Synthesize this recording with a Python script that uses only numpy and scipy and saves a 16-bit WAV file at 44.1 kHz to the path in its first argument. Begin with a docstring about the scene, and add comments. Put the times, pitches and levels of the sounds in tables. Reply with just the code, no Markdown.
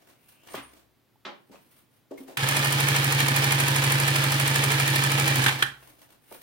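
"""A small workshop, a stereo pair of microphones close to a post-bed sewing machine, its head to the right.
Hands shift a leather boot upper and its zip into place, with rubs, thin squeaks and knocks. The drive
engages and the shaft turns 12.5 times a second for three seconds; every turn shakes the table and plays
the same round of linkage blows. The machine brakes with a rattle and a steel clank, the stand rings on,
and the work is moved again over quiet room air."""
import sys
import numpy as np
from scipy import signal
from scipy.fft import rfft, irfft, next_fast_len
from scipy.io import wavfile
from scipy.ndimage import map_coordinates

SR = 44100
rng = np.random.default_rng(int(sys.argv[2]) if len(sys.argv) > 2 else 0)


def wrap_up_sound(samples):
    """Save the sound to the file named by the first command line argument, as 16-bit audio."""
    columns = np.atleast_2d(samples).T
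    # keep every value between -1 and 1, then stretch to whole-number steps
    tamed = np.clip(columns, -1, 1)
    steps = np.round(tamed * 32767).astype(np.int16)
    wavfile.write(sys.argv[1], SR, steps)


N = 283122

START_S, BRAKE_S, STOP_S = 2.372, 5.445, 5.63  # the drive takes hold, brakes, meets its stop

# spectrum of the cams and levers: (frequency [Hz], level [dB])
CLATTER_SPECTRUM = [(100, -28), (175, -11), (260, -5.5), (320, -4), (380, -7.5), (550, -6), (700, -12),
                    (850, -8), (1420, -7.5), (1780, -1), (2000, -5), (2500, -6), (4200, -8.5), (5800, -12),
                    (10000, -13), (15800, -4.5)]
# spectrum of the needle bar and hook: (frequency [Hz], level [dB])
TICK_SPECTRUM = [(1200, -29), (2500, 1), (4000, -21), (6000, -1), (8000, -0.5), (9500, -0.5), (11300, -2.5),
                 (13000, -4.5), (16000, -3.5)]
def linkage():
    """Cams and levers clatter through the head; needle bar and hook tick over whirring bearings."""
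    t = np.arange(N) / SR
    running = (t > SHAFT_TURNS[0][0]) * (t < SHAFT_TURNS[-1][0])
    force_db = drive_effort(rise_s=0.08, brake_db_per_s=64.5) - 144 * np.maximum(t - STOP_S, 0)
    rattle = blows(column=1, attack_s=.0014, t60=.045, alike=.7, spread=.64, jitter_s=.0001, vary_db=1.85)
    bearings = amp(-13) * white_pair(N, spread=0.99)
    heavy = lambda hz: -10 * np.log10(1 + (hz / 6300) ** 4)  # massive parts give little treble
    clatter = running * amp(force_db) * (rattle + bearings)
    clatter = coloured(clatter, lambda hz: along(CLATTER_SPECTRUM, hz) + head_lift(hz) + heavy(hz))
    ticks = blows(column=2, attack_s=.0008, t60=.015, alike=.35, spread=.6, jitter_s=.0004, vary_db=1.4)
    ticks *= running * amp(5 * force_db)  # ticks gain 5 dB per dB of linkage force
    ticks = coloured(ticks, lambda hz: along(TICK_SPECTRUM, hz) + head_lift(hz))
    return amp(-20) * shifting_room(clatter, room_db=-4) + amp(-20.5) * shifting_room(ticks, room_db=-7)


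# main shaft; the needle bar clicks just before each whole turn: (time [s], rotation [turns])
SHAFT_TURNS = [(2.372, -1.47), (2.491, 0), (2.9666, 6), (3.4451, 12), (4.4019, 24), (4.8803, 30),
               (5.3609, 36), (5.444, 37), (5.78, 41.1)]
# blows within one turn: (place in the turn [0-1], clatter level [dB], tick level [dB])
LINKAGE_STROKES = [(.09, -2.5, -3.5), (.18, -3, -29), (.265, -2.5, -1), (.37, -0.5, -22), (.5, -3.5, -28),
                   (.59, -4, -13), (.68, 0, -27), (.77, 1, -4.5), (.86, -2.5, -29), (.938, -0.5, 5.5),
                   (.975, 2, 5.5)]
def blows(column, attack_s, t60, alike, spread, jitter_s, vary_db):
    """Each stroke of the linkage comes once a turn, partly the same ring and partly fresh rattle."""
    s, turns = np.transpose(SHAFT_TURNS)
    track, t = np.zeros((2, N)), np.arange(SR // 12) / SR
    envelope = struck(t, attack_s, t60)
    for stroke in LINKAGE_STROKES:
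        own_ring = white_pair(len(t), spread)
        for turn in np.arange(np.floor(turns[0]), turns[-1]):
            late, size = rng.standard_normal(2)
            ring = np.sqrt(alike) * own_ring + np.sqrt(1 - alike) * white_pair(len(t), spread)
            if turns[0] < turn + stroke[0] < turns[-1]:
                when = np.interp(turn + stroke[0], turns, s) + jitter_s * late
                add(track, when, amp(stroke[column] + vary_db * size) * envelope * ring)
    return track


def drive_effort(rise_s, brake_db_per_s, start_db=-7.5):
    """dB relative to steady running: a rise as the drive takes hold, a hold, a fall under the brake."""
    t = np.arange(N) / SR
    taking_hold = start_db * np.clip(1 - (t - START_S) / rise_s, 0, 1)
    return taking_hold - brake_db_per_s * np.maximum(t - BRAKE_S, 0)


# resonances of the machine head: (frequency [Hz], width [Hz], lift [dB])
HEAD_RESONANCES = [(825, 193, 6.5), (1258, 190, 4.5), (1766, 87, 3), (2340, 120, 6.5), (3130, 530, 4),
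                   (8800, 120, 8), (9980, 900, 6)]
def head_lift(hz):
    """dB added by the resonances of the casting."""
    return sum(db / (1 + (2 * (hz - centre) / width) ** 2) for centre, width, db in HEAD_RESONANCES)


# balance of the head at the microphones: (frequency [Hz], left minus right [dB])
HEAD_BALANCE = [(60, -11.5), (110, -3), (200, -13.5), (380, 0.5), (700, -1), (1290, -6), (2380, -3.5),
                (4400, -1.5), (8120, 4), (15000, -2)]
def from_head(pair, shared_below_hz=880, lag_s=10 / SR):
    """The head stands to the right: it reaches the left microphone later, its long waves both alike."""
    side = np.array([[.5], [-.5]])
    scattered = filtered(pair[0] - pair[1], lambda hz: hz / np.hypot(hz, shared_below_hz))
    pair = pair.mean(axis=0) + side * scattered
    delay = lambda hz: np.exp(-2j * np.pi * hz * lag_s * side)
    return filtered(pair, lambda hz: amp(side * along(HEAD_BALANCE, hz)) * delay(hz))


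# vibration of the table: (order [multiple of the shaft rate], level [dB])
TABLE_ORDERS = [(7, -22), (9, -10.5), (10, -10.5), (11, 2.5), (12, -14), (15, -25.5), (17, -20.5),
                (18, -20.5), (19, -29), (20, -20), (21, -21), (22, -31), (24, -24.5), (25, -16.5),
                (26, -17)]
def table_shake():
    """The unbalanced shaft rocks the table; its low orders swell together once a turn."""
    t = np.arange(N) / SR
    shake_db = -29.5 + drive_effort(rise_s=0.39, brake_db_per_s=85) + 0.5 * wobble(2.76)
    fade_in = np.clip((t - SHAFT_TURNS[0][0]) / 0.012, 0, 1)
    fade_out = np.clip((SHAFT_TURNS[-1][0] - t) / 0.032, 0, 1)
    turns = np.interp(t, *np.transpose(SHAFT_TURNS)) + 0.003 * wobble(5)
    swell_turn, punch_turn, punch_order, turns_per_order = .43, .345, 18, 0.026
    hum, buzz = np.zeros((2, N))
    for order, db in TABLE_ORDERS:
        if order < 13:
            hum -= amp(db) * np.cos(2 * np.pi * order * (turns - swell_turn))
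        else:  # loose panels buzz in a rising sweep just after the needle punches the leather
            sweep = turns_per_order * (order - punch_order) ** 2 / 2
            buzz += amp(db) * np.cos(2 * np.pi * (order * (turns - punch_turn) - sweep))
    body = hum * amp(3.0 + 0.53 * wobble(35)) + buzz * amp(2.0 + 1.3 * wobble(24.73))
    rumble = noise([(15, -32), (50, -30), (100, 17), (200, -3), (400, -8), (1000, -57)], spread=.05)
    balance = amp([[-.7], [.7]])  # a little louder on the right
    return fade_in * fade_out * amp(shake_db) * (body + amp(-25) * rumble) * balance


# the drive engaging, braking and stopping: (time [s], level [dB], relative ring [dB], crack t60 [s])
DRIVE_CLANKS = [(2.3701, -19.5, -45, 0.07), (2.432, -18.5, -23, 0.051), (5.4619, -7.5, -23, 0.039),
                (5.481, -10, -21, 0.038), (5.489, -12, -29, 0.037), (5.6232, -6, -18, 0.034)]
# spectrum of the crack: (frequency [Hz], level [dB])
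CRACK_SPECTRUM = [(180, -31.5), (300, -7.5), (665, -21.5), (812, -1), (1060, -7.5), (1630, -1.5),
                  (2770, -7), (3270, -2), (5120, -20), (11200, -18), (12100, -21), (15800, -31)]
# modes of the struck steel: (frequency [Hz], level [dB], t60 [s])
STEEL_MODES = [(815, -14.5, 0.12), (1190, -15, 0.073), (1565, 1.5, 0.1), (1660, 1, 0.1), (1804, 3.5, 0.12),
               (2412, -17, 0.13), (2950, -13, .11), (3310, -39, .06), (4130, -26, .2)]
def clanks():
    """Steel meets steel close to the microphones: a crack and a short ring."""
    track, t = np.zeros((2, N)), np.arange(SR // 2) / SR
    for s, db, ring_db, t60 in DRIVE_CLANKS:
        burst = white_pair(len(t), spread=0.83) * struck(t, attack_s=0.002, t60=t60)
        crack = coloured(burst, lambda hz: along(CRACK_SPECTRUM, hz))
        ring = np.zeros_like(crack)
        for hz, mode_db, mode_t60 in STEEL_MODES:
            phase = rng.uniform(0, 2 * np.pi, (2, 1))
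            ring += amp(mode_db - 60 * t / mode_t60) * np.sin(2 * np.pi * hz * t + phase)
        add(track, s, amp(db) * in_room(crack + amp(ring_db) * ring, room_db=-9))
    return track


# stand, treadle and small parts, heard in the centre: (time [s], frequency [Hz], level [dB], t60 [s])
STAND_RINGS = [(.544, 64, -59, 1.2), (0.545, 123.5, -47, 0.35), (0.573, 279, -39.5, 0.21),
               (1.157, 860, -54, 0.034), (2.108, 277, -41, 0.33), (2.178, 2150, -45.5, 0.094),
               (2.2, 266, -39.5, 0.4), (2.423, 130, -17.5, 0.12), (5.63, 62, -58, 1.2),
               (5.631, 130.8, -46, 0.8)]
def stand():
    """Jolts leave the stand and its fittings ringing; each ring builds up over about a cycle."""
    track, t = np.zeros(N), np.arange(SR) / SR
    for s, hz, db, t60 in STAND_RINGS:
        build_up = 1 - np.exp(-(t * hz) ** 2)
        add(track, s, amp(db - 60 * t / t60) * build_up * np.sin(2 * np.pi * hz * t))
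    return track


# knocks of bench, treadle and work, and the sharp click of the clutch engaging:
# (time [s], level [dB], low edge [Hz], high edge [Hz], t60 [s], room [dB])
KNOCKS_AND_CLICKS = [(0.485, -42.5, 450, 3080, .05, -2), (0.5416, -28, 135, 1290, 0.07, -20),
                     (.545, -44.5, 700, 3500, 0.13, 9.5), (0.573, -39.5, 200, 2600, 0.18, -5),
                     (1.2495, -36.5, 304, 3760, 0.18, -1.5), (1.259, -39, 246, 1280, 0.19, 0),
                     (1.495, -43.5, 220, 392, 0.14, -5), (1.525, -49, 467, 840, 0.064, -1),
                     (1.539, -44, 480, 850, 0.043, -4), (1.556, -45.5, 450, 3000, 0.022, 1),
                     (2.109, -34.5, 287, 590, 0.043, 3.5), (2.117, -35, 380, 597, 0.051, -13),
                     (2.203, -45, 242, 560, 0.16, -9), (2.283, -39, 328, 620, 0.1, 0),
                     (2.372, -22, 3000, 15000, 0.025, -13.5), (5.825, -44.5, 350, 2460, 0.028, -2),
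                     (6.313, -36, 340, 810, 0.063, -7), (6.348, -47, 300, 1400, 0.04, 1)]
def knocks():
    """Damped knocks and clicks, each in its own band and at its own distance from the microphones."""
    track, t = np.zeros((2, N)), np.arange(SR // 2) / SR
    for s, db, low_hz, high_hz, t60, room_db in KNOCKS_AND_CLICKS:
        burst = white_pair(len(t), spread=0.14) * struck(t, attack_s=0.0013, t60=t60)
        band = lambda hz: -10 * np.log10((1 + (low_hz / (hz + 1)) ** 7) * (1 + (hz / high_hz) ** 8.1))
        add(track, s, amp(db) * in_room(coloured(burst, band), room_db))
    return track


# hands pushing leather and zip: (peak time [s], rise [s], rub level [dB], hiss level [dB])
HAND_PUSHES = [(0.01, .05, -63.5, -66), (0.1, 0.046, -61, -62), (0.31, 0.074, -76, -57.5),
               (0.552, 0.05, -46, -46.5), (0.78, 0.11, -62.5, -64), (1.53, .012, -57, -63),
               (1.78, 0.19, -75, -62), (1.96, 0.037, -76, -66), (2.115, 0.0081, -57, -64),
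               (2.18, 0.0046, -56.5, -52), (2.295, 0.015, -50, -53.5), (5.894, 0.088, -59.5, -55),
               (6.015, 0.032, -60, -56), (6.125, .05, -63.5, -62), (6.345, 0.057, -65, -50.5),
               (6.42, 0.0092, -72, -53)]
# spectrum of the low rub: (frequency [Hz], level [dB])
RUB_SPECTRUM = [(120, -22), (200, -16), (233, -15), (318, -7), (513, -13), (627, -7.5), (802, -13.5),
                (8000, -25), (10400, -58.5), (17600, -120)]
# spectrum of the bright hiss: (frequency [Hz], level [dB])
HISS_SPECTRUM = [(2500, 6), (5000, -0.5), (7500, -4), (9300, 8), (11000, 0.5), (12500, 5), (16000, 4.5)]
# squeaks as the work is drawn along: (peak time [s], rise [s], pitch at the peak [Hz], level [dB])
WORK_SQUEAKS = [(0.446, 0.18, 2960, -65.5), (.52, 0.017, 9040, -51), (.635, .01, 9330, -51.5)]
def handling(glide_hz_per_s=2500):
    """Each push rubs leather and zip tape in small catches; a few squeak thinly, rising in pitch."""
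    t = np.arange(N) / SR
    rub, hiss, squeak = np.zeros((3, N))
    for s, rise_s, rub_db, hiss_db in HAND_PUSHES:
        push = slide(s, rise_s)
        rub = np.maximum(rub, amp(rub_db) * push)
        hiss = np.maximum(hiss, amp(hiss_db) * push)
    catches = amp(3.5 * wobble(160))
    friction = rub * noise(RUB_SPECTRUM, spread=0.88) + hiss * noise(HISS_SPECTRUM, spread=0.89)
    for s, rise_s, hz, db in WORK_SQUEAKS:
        pitch_hz = hz + glide_hz_per_s * (t - s) + 260 * wobble(900)
        squeak += amp(db) * slide(s, rise_s) * np.sin(2 * np.pi * np.cumsum(pitch_hz) / SR)
    return in_room(catches * friction + squeak, room_db=-1)


def slide(peak_s, rise_s, fade_s=0.033):
    """Gain of one sliding movement: it swells to its peak and dies away."""
    t = np.arange(N) / SR - peak_s
    return np.exp(np.maximum(np.minimum(t / rise_s, -t / fade_s), -20))


# reverberation of the workshop: (frequency [Hz], t60 [s])
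ROOM_DECAY = [(100, 0.64), (500, 0.38), (2000, 0.33), (5000, 0.28), (14000, 0.26)]
def in_room(x, room_db):
    """Direct sound plus the workshop's tail, whose treble dies first."""
    hz, t, spectra = signal.stft(rng.standard_normal((2, SR * 2 // 5)), SR, nperseg=256)
    decay = struck(t, attack_s=0.00081, t60=along(ROOM_DECAY, hz)[:, None])
    tail = signal.istft(spectra * decay, SR, nperseg=256)[1]
    response = amp(room_db) * tail / np.linalg.norm(tail[0])
    response[:, 0] += 1  # the direct path
    return signal.fftconvolve(x, response, axes=1)[:, :N]


def shifting_room(x, room_db, size=12288):
    """Moving hands and leather keep changing the paths of the echoes."""
    track = np.zeros((2, N))
    fade = np.sin(np.pi * np.arange(size) / size) ** 2
    for start in range(0, N, size // 2):
        piece = x[:, start:start + size]
        add(track, start / SR, in_room(piece * fade[:piece.shape[1]], room_db))
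    return track


# room tone of the workshop: (frequency [Hz], level [dB])
AIR_SPECTRUM = [(18, -49), (30, -49), (47, -19.5), (90, -12.5), (120, -1), (183, -10.5), (240, -7.5),
                (310, -9), (483, -15.5), (1500, -22), (3830, -26), (7780, -34), (15800, -28)]
def room_air():
    """Quiet room air, mostly shared by both microphones."""
    return amp(-66.5) * noise(AIR_SPECTRUM, spread=0.43)


def white_pair(count, spread):
    """White noise at both microphones: a direct share alike, a scattered share unrelated."""
    direct = np.sqrt(1 - spread) * rng.standard_normal(count)
    return direct + np.sqrt(spread) * rng.standard_normal((2, count))


def noise(spectrum, spread):
    """Stereo noise of rms about 1 with a (Hz, dB) spectrum."""
    return coloured(white_pair(N, spread), lambda hz: along(spectrum, hz))


def struck(t, attack_s, t60):
    """Envelope of a blow: a quick rise, then a fall of 60 dB in t60 seconds."""
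    return amp(-60 * t / t60) * (1 - np.exp(-t / attack_s))


def amp(db):
    """Decibels to gain."""
    return 10 ** (np.asarray(db) / 20)


def along(points, hz):
    """Interpolate (Hz, value) points on a log axis."""
    knots_hz, values = np.transpose(points)
    return np.interp(np.log(hz + 1), np.log(knots_hz + 1), values)


def wobble(rate):
    """A smooth random curve, rate knots a second."""
    return map_coordinates(rng.standard_normal(int(N * rate / SR) + 4), [np.arange(N) * rate / SR])


def filtered(x, response):
    """Filter x by a gain that depends on frequency."""
    size = next_fast_len(N + SR // 4)
    return irfft(rfft(x, size) * response(np.fft.rfftfreq(size, 1 / SR)), size)[..., :N]


def coloured(x, level_db, size=4096):
    """Causal filter with the given dB shape; white noise keeps its power."""
    gain = amp(level_db(np.fft.rfftfreq(size, 1 / SR)))
    gain /= np.sqrt(np.mean(gain ** 2) + 1e-20)
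    cepstrum = irfft(np.log(np.maximum(gain, 1e-6)))
    cepstrum[1:size // 2] *= 2  # fold to minimum phase
    cepstrum[size // 2 + 1:] = 0
    impulse = irfft(np.exp(rfft(cepstrum)))
    return signal.fftconvolve(x, impulse[None], axes=1)[:, :x.shape[1]]


def add(track, s, sound):
    """Mix a sound into the track at time s."""
    part = track[..., max(round(s * SR), 0):][..., :sound.shape[-1]]
    part += sound[..., :part.shape[-1]]


def scene():
    """The machine, the hands and the room as they reach the microphones."""
    return from_head(linkage() + clanks()) + table_shake() + stand() + knocks() + handling() + room_air()


def record(dry, top_hz=15950):
    """The recorder keeps nothing above its band limit."""
    return filtered(dry, lambda hz: hz < top_hz)


dry = scene()
out = record(dry)
wrap_up_sound(out)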